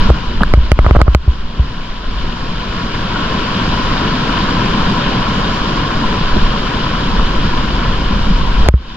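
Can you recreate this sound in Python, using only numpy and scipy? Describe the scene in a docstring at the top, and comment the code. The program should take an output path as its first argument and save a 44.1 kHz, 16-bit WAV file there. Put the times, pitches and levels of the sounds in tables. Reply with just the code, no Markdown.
"""A kayak runs a rapid, heard at the two microphone ports of a camera worn by the paddler.
In the first 1.6 s water slaps crack and thump amid rattling spray, ringing air pockets and gusts; the heard level sinks.
The level of the river, noise plus ringing bubbles, then rises until 4.6 s, with a few air pockets and a gust or two.
From 6.3 s come light spray, a faint slap and low glugs; at 8.7 s the hardest slap lands and the heard level drops.
A limiter ducks everything under the loudest peaks."""
import sys
import numpy as np
from scipy import signal
from scipy.fft import rfft, irfft
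from scipy.io import wavfile
from scipy.ndimage import uniform_filter1d

SR = 44100
rng = np.random.default_rng(int(sys.argv[2]) if len(sys.argv) > 2 else 0)


def wrap_up_sound(samples):
    """Save the sound to the file named by the first command line argument, as 16-bit audio."""
    columns = np.atleast_2d(samples).T
    # keep every value between -1 and 1, then stretch to whole-number steps
    tamed = np.clip(columns, -1, 1)
    steps = np.round(tamed * 32767).astype(np.int16)
    wavfile.write(sys.argv[1], SR, steps)


N = 395136
TIME = np.arange(N) / SR
BINS_HZ = np.maximum(np.fft.rfftfreq(N, 1 / SR), 1)


def from_db(db):
    """Decibels to amplitude gain."""
    return 10 ** (np.asarray(db) / 20)


def rms_one(x):
    """Scale to unit power."""
    return x / np.sqrt(np.mean(x ** 2) + 1e-20)


def in_time(rows):
    """Interpolate each value column of a time curve to every sample."""
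    time_s, *columns = np.transpose(rows)
    return [np.interp(TIME, time_s, column) for column in columns]


def over_bins(hz, values):
    """Join points by straight lines on a log-frequency axis."""
    return np.interp(np.log(BINS_HZ), np.log(hz), values)


def drift(rate_hz):
    """Slow chance of spread 1: noise through two equal poles, drawn at every 40th sample."""
    pole = np.exp(-80 * np.pi * rate_hz / SR)
    noise = rng.standard_normal(N // 40 + 2002)
    slow = signal.lfilter([1], [1, -2 * pole, pole * pole], noise)[2000:]  # settled part
    return np.interp(np.arange(N) / 40, np.arange(len(slow)), rms_one(slow))


def low_pass(x, cutoff_hz, order=2):
    """Causal Butterworth low-pass."""
    sos = signal.butter(order, min(cutoff_hz, SR / 2 - 1), fs=SR, output="sos")
    return signal.sosfilt(sos, x + 1e-18)


def ring(x, pitch_hz, t60_s):
    """Two-pole resonator: a unit click starts a decaying sine of height 1."""
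    pole = from_db(-60 / (t60_s * SR))
    angle = 2 * np.pi * pitch_hz / SR
    return signal.lfilter([0, np.sin(angle)], [1, -2 * pole * np.cos(angle), pole * pole], x + 1e-18)


def add(track, start_s, sound):
    """Mix a sound into a track from start_s on."""
    start = max(round(start_s * SR), 0)
    track[..., start:start + sound.shape[-1]] += sound[..., :N - start]


def bubbles(rate_per_s, spread_db, cycles, pitch_count=40):
    """Near bubbles of random size and pitch each ring down 60 dB within the given cycles."""
    size_db = spread_db * np.minimum(rng.exponential(1, N), 5)
    clicks = from_db(size_db) * rng.choice([-1, 1], N)
    clicks = clicks * (rng.random(N) < rate_per_s / SR)
    dealt = rng.integers(0, pitch_count, N)
    out = 0
    for k, pitch_hz in enumerate(np.geomspace(170, 4000, pitch_count)):
        out = out + pitch_hz * ring(clicks * (dealt == k), pitch_hz, cycles / pitch_hz)
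    return rms_one(out)


# Housing peaks and notches at each port: pitch_hz, width_hz, level_db
LEFT_PORT_COLOUR = [(995, 243, 12), (1404, 240, 5.5), (2040, 200, -10), (2978, 100, 6), (5940, 260, -13)]
RIGHT_PORT_COLOUR = [(836, 35, -33), (1084, 214, 10.5), (2550, 390, -2.5), (3490, 88, -14.5),
                     (4910, 550, 5.5)]
# River's likeness between ports: pitch_hz, likeness [0-1], left_lead_rad
PORT_LIKENESS = [(200, 1.0, 0.1), (330, 0.98, 0.4), (520, 0.62, 0.8), (720, 0.51, -0.6), (830, 0.72, 1.1),
                 (980, 0.89, 0.3), (1220, 0.72, 2.0), (1380, 0.34, -0.9), (1700, 0.8, -0.1),
                 (2300, 0.79, -1.0), (2650, 0.2, 0.2), (3500, 0.55, -1.3), (4400, 0.48, -2.0),
                 (6000, 0.3, -3.1)]


def at_ports(near, far):
    """Two unrelated sounds become partly alike port spectra, coloured by the housing's peaks and notches."""
    hz, likeness, left_lead_rad = np.transpose(PORT_LIKENESS)
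    alike = over_bins(hz, np.clip(likeness, 0, 1))
    left = rfft(near)
    shared = alike * np.exp(-1j * over_bins(hz, left_lead_rad)) * left
    right = shared + np.sqrt(1 - alike ** 2) * rfft(far)
    colour_db = []
    for port in (LEFT_PORT_COLOUR, RIGHT_PORT_COLOUR):
        colour_db.append(sum(db / (1 + (2 * (BINS_HZ - f) / width_hz) ** 2) for f, width_hz, db in port))
    return np.array([left, right]) * from_db(colour_db)


# Spectral shape of the broken water: pitch_hz, density_db [relative, per Hz]
RIVER_SHAPE = [(40, -9), (130, -0.84), (205, -0.5), (350, -10), (500, -11), (700, -16.5), (765, -15),
               (840, -17.5), (1500, -13.5), (2000, -18.5), (3300, -15), (5200, -26), (7200, -37.5),
               (8300, -53.5), (12500, -54.5), (15000, -86)]
# Loudness of the broken water as heard: time_s, level_db [relative]
RIVER_LEVEL = [(0.04, -0.5), (0.2, -5.5), (0.66, -8), (.86, -6.5), (1.42, -11.5), (1.72, -8.5), (2.0, -8.5),
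               (2.25, -5.5), (2.5, -5), (3.45, 0.5), (4.6, 1.66), (6.15, 0), (7.75, -0.76), (8.5, -2.5),
               (8.64, -1), (8.73, -10), (8.92, -11)]
# How far each bubble size follows that loudness: pitch_hz, swing_share [ratio of dB]
LEVEL_SHARES = [(200, 1.17), (1000, 1.18), (4500, 1.01)]


def river(level_db=-16, surge_db=-0.09, patchy_db=0.75, heave_db=1.5, heave_hz=300):
    """Foam noise and bubbles, in bands that follow the level curve, heave in the bass and each waver alone."""
    foam = rng.standard_normal((2, N))
    near = rms_one(foam[0] + from_db(-11) * bubbles(rate_per_s=900, spread_db=1.5, cycles=14))
    spectrum = at_ports(near, foam[1]) * from_db(over_bins(*np.transpose(RIVER_SHAPE)))
    spectrum = spectrum / np.std(irfft(spectrum, N))
    curve_db, = in_time(RIVER_LEVEL)
    follow_hz, shares = np.transpose(LEVEL_SHARES)
    centres_hz = np.geomspace(110, 7000, 13)
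    surge = surge_db * drift(2.1)
    heave = heave_db * drift(7.4)
    out = 0
    for hz, band in zip(centres_hz, np.eye(len(centres_hz))):
        share = np.interp(np.log(hz), np.log(follow_hz), shares)
        band_db = curve_db * share + surge + heave / (1 + (hz / heave_hz) ** 2)
        band_db = band_db + patchy_db * drift(13.7)
        out = out + irfft(spectrum * over_bins(centres_hz, band), N) * from_db(band_db)
    return from_db(level_db) * out


# Steady draught over the ports: time_s, level_db
DRAUGHT_LEVEL = [(0, -28), (.8, -11), (1.5, -26), (4.2, -24), (6.9, -21.5), (8.5, -13), (8.9, -31)]
# Gusts as the boat drops or the paddler swings: peak_s, level_db
GUST_PEAKS = [(.04, -10), (.49, -11), (.95, -16), (2.22, -16.5), (3.95, -19), (6.44, -11), (7.24, -11.5),
              (8.39, -13), (8.66, -9.5)]


def wind(rise_s=0.11, fall_s=0.049):
    """Strength of the moving air: bell-shaped gusts add in power to the draught."""
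    power = from_db(in_time(DRAUGHT_LEVEL)[0]) ** 2
    for peak_s, level_db in GUST_PEAKS:
        width_s = np.where(TIME < peak_s, rise_s, fall_s)
        power = power + from_db(level_db) ** 2 * np.exp(-((TIME - peak_s) / width_s) ** 2)
    return np.sqrt(power)


# Spectral shape of the buffeting: pitch_hz, density_db [relative, per Hz]
BUFFET_SHAPE = [(5, -1), (12, 3.5), (18, 0.5), (26, 1), (55, -6.5), (100, -22.5), (200, -34), (600, -82)]


def buffeting(side_db=-18, lumpy_db=1.0, ceiling=1.0):
    """Eddies larger than the camera push both ports nearly alike; wind sets the level above 20 Hz."""
    spectrum = rfft(rng.standard_normal((2, N))) * from_db(over_bins(*np.transpose(BUFFET_SHAPE)))
    mid, side = irfft(spectrum, N)
    audible = irfft(spectrum[0] * (BINS_HZ > 20), N)
    steady = mid / np.sqrt(uniform_filter1d(audible ** 2, size=SR // 6))
    eddies = steady + from_db(side_db) * rms_one(side) * [[1], [-1]]
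    pressure = wind() * from_db(lumpy_db * drift(9.6)) * eddies
    return ceiling * np.tanh(pressure / ceiling)  # rounds off the strongest eddies


# Air pockets closing beside the boat: start_s, pitch_hz [at onset], level_db, t60_s, rise [share of pitch]
AIR_POCKETS = [(0.052, 206, -7, 0.096, .04), (0.1, 346, 1, 0.037, .04), (0.1015, 705, -12, 0.024, .04),
               (0.412, 193, 4.5, 0.047, 0.038), (0.4197, 2900, -7, 0.0049, .04),
               (0.434, 1220, 10, 0.0072, 0.49), (3.159, 1400, -8.5, 0.036, 0.06),
               (6.04, 1000, -6, .035, .03), (7.195, 1060, -8, .03, .04), (6.365, 185, 0, 0.039, .1),
               (6.366, 358, -3, 0.029, 0.085), (8.159, 187, -13.5, 0.21, .04),
               (8.267, 204, -5.5, 0.16, .04), (8.305, 172, -0.5, 0.078, .04)]


def glugs(rise_share=0.23):
    """A trapped air pocket rings at once and rises in pitch early on as it nears the surface."""
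    out = np.zeros(N)
    t = TIME[:SR // 4]
    for start_s, pitch_hz, level_db, t60_s, rise in AIR_POCKETS:
        gliding_hz = pitch_hz * (1 + rise * (1 - np.exp(-t / (rise_share * t60_s))))
        fade = np.exp(-np.log(1000) * t / t60_s) * (1 - np.exp(-2 * pitch_hz * t))
        tone = np.sin(2 * np.pi * np.cumsum(gliding_hz) / SR)
        add(out, start_s, from_db(level_db) * fade * tone)
    return out


# Sheets of spray landing on the camera: start_s, length_s, level_db, brightness_hz [low-pass]
SPRAY_SHEETS = [(.090, .020, -16, 1000), (.405, .024, -14, 1200), (.843, .020, -18, 1300),
                (.884, .020, -19, 600), (.947, .024, -12, 1000), (.989, .027, -14, 750),
                (1.063, .018, -16, 700), (6.357, .022, -15, 500), (8.648, .036, -20, 700)]


def sprays(drops_per_s=900, own_share=1.0, low_hz=130, top_hz=1650, left_db=-2.5):
    """A sheet of spray is a short, dense rattle of soft drops, some on one port only."""
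    out = np.zeros((2, N))
    drops = rng.standard_normal((3, N)) * (rng.random((3, N)) < drops_per_s / SR)
    drops = low_pass(drops[0] + own_share * drops[1:], top_hz, order=6)
    drops = drops - low_pass(drops, low_hz, order=1)
    for start_s, length_s, level_db, bright_hz in SPRAY_SHEETS:
        start, size = round(start_s * SR), round(length_s * SR)
        rattle = rms_one(low_pass(drops[:, start:start + size], bright_hz))
        add(out, start_s, from_db(level_db) * rattle * signal.windows.tukey(size, .25))
    return out * from_db([[left_db], [0]])


# Housing's ring under a slap: pitch_hz, level_db [before scatter], t60_s
HOUSING_MODES = [(304, -3.5, 0.016), (600, -1.5, 0.02), (1260, -1.5, 0.018), (2090, -6.5, 0.009),
                 (3000, -6.5, 0.0045), (5000, -18, 0.005), (9900, -21, .0012)]
# Water slapping the camera, the first row a soft low rumble just before the next slap: start_s, crack_db,
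# brightness_hz [crack low-pass], thump_db [push, before low-pass]
WATER_SLAPS = [(0.087, -22, 500, 2), (0.1025, -1, 1000, 8), (0.4335, -7, 6000, -25), (0.5376, 3.5, 2700, 8),
               (0.5726, -15, 550, 8), (0.7172, 7, 4500, 12), (0.7895, 5, 2200, 9), (0.845, -9, 1700, -25),
               (0.8637, -0.5, 1400, 2.5), (0.9093, 2, 1900, 8), (0.9495, -4, 1200, -20),
               (0.958, -2, 950, 0), (0.965, 1.5, 1300, 9), (0.9902, -6, 1300, -20), (1.0153, 6, 3200, 11.5),
               (1.0797, -1, 1500, 10), (1.148, 8.5, 4400, 14), (1.2772, -15, 800, 6),
               (1.594, -17, 600, 4.5), (7.194, -15, 2800, -30), (8.6864, 14, 6000, 18),
               (8.7381, -4, 2800, 17.5)]


def slaps(scatter_db=2.2, left_db=-3, left_lag_s=.0001, push_hz=138, push_lag_s=0.0016,
          splat_db=-12, splat_t60_s=0.0045, splat_top_hz=3500,
          thump_hz=59, thump_t60_s=0.11, thump_spread=.04):
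    """A noise splat and housing ring crack, right port first; the water's push swings as a deep thump."""
    out, count = np.zeros((2, N)), len(WATER_SLAPS)
    click = signal.unit_impulse(SR // 4)
    scatter = scatter_db * rng.standard_normal((count, len(HOUSING_MODES), 2, 1))
    splat_fade = np.exp(-np.log(1000) * TIME[:len(click)] / splat_t60_s)
    splats = rng.standard_normal((count, 2, len(click))) * from_db(splat_db) * splat_fade
    splats = low_pass(splats, splat_top_hz)
    swings_hz = thump_hz * (1 + thump_spread * rng.standard_normal(count))
    for slap, chance_db, splat, swing_hz in zip(WATER_SLAPS, scatter, splats, swings_hz):
        start_s, crack_db, bright_hz, thump_db = slap
        body = 0
        for k, (pitch_hz, level_db, t60_s) in enumerate(HOUSING_MODES):
            sign = (-1) ** (k + 1)
            body = body + sign * from_db(level_db + chance_db[k]) * ring(click, pitch_hz, t60_s)
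        left, right = from_db(crack_db) * low_pass(body + splat, bright_hz)
        add(out[0], start_s + left_lag_s, from_db(left_db) * left)
        add(out[1], start_s, right)
        # a brighter slap also pushes more abruptly
        push = from_db(thump_db) * low_pass(click, push_hz * np.sqrt(bright_hz / 1000))
        # pressure follows the swing's speed
        swing = ring(push, swing_hz, thump_t60_s)
        add(out, start_s + push_lag_s, np.gradient(swing) * SR / (2 * np.pi * swing_hz))
    return out


def scene():
    """The river all round, air and water right on the camera."""
    return river() + buffeting() + glugs() + sprays() + slaps()


def limiter(x, attack_s=0.003, threshold_db=2.4, release_db_per_s=86):
    """Peaks over the threshold (dB re full scale) pull both ports down; the gain creeps back."""
    over_db = np.maximum(20 * np.log10(abs(x).max(axis=0) + 1e-9) - threshold_db, 0)
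    recovery_db = release_db_per_s * TIME
    held_db = np.maximum.accumulate(over_db + recovery_db) - recovery_db
    pole = np.exp(-1 / (attack_s * SR))
    cut_db = signal.lfilter([1 - pole], [1, -pole], held_db)
    return x * from_db(-cut_db)


def record(dry, cutoff_hz=15800):
    """The limiter ducks, what exceeds full scale clips, and the top is cut."""
    clipped = np.clip(limiter(dry), -1, 1)
    return signal.sosfilt(signal.cheby2(12, 70, cutoff_hz, fs=SR, output="sos"), clipped)


dry = scene()
out = record(dry)
wrap_up_sound(out)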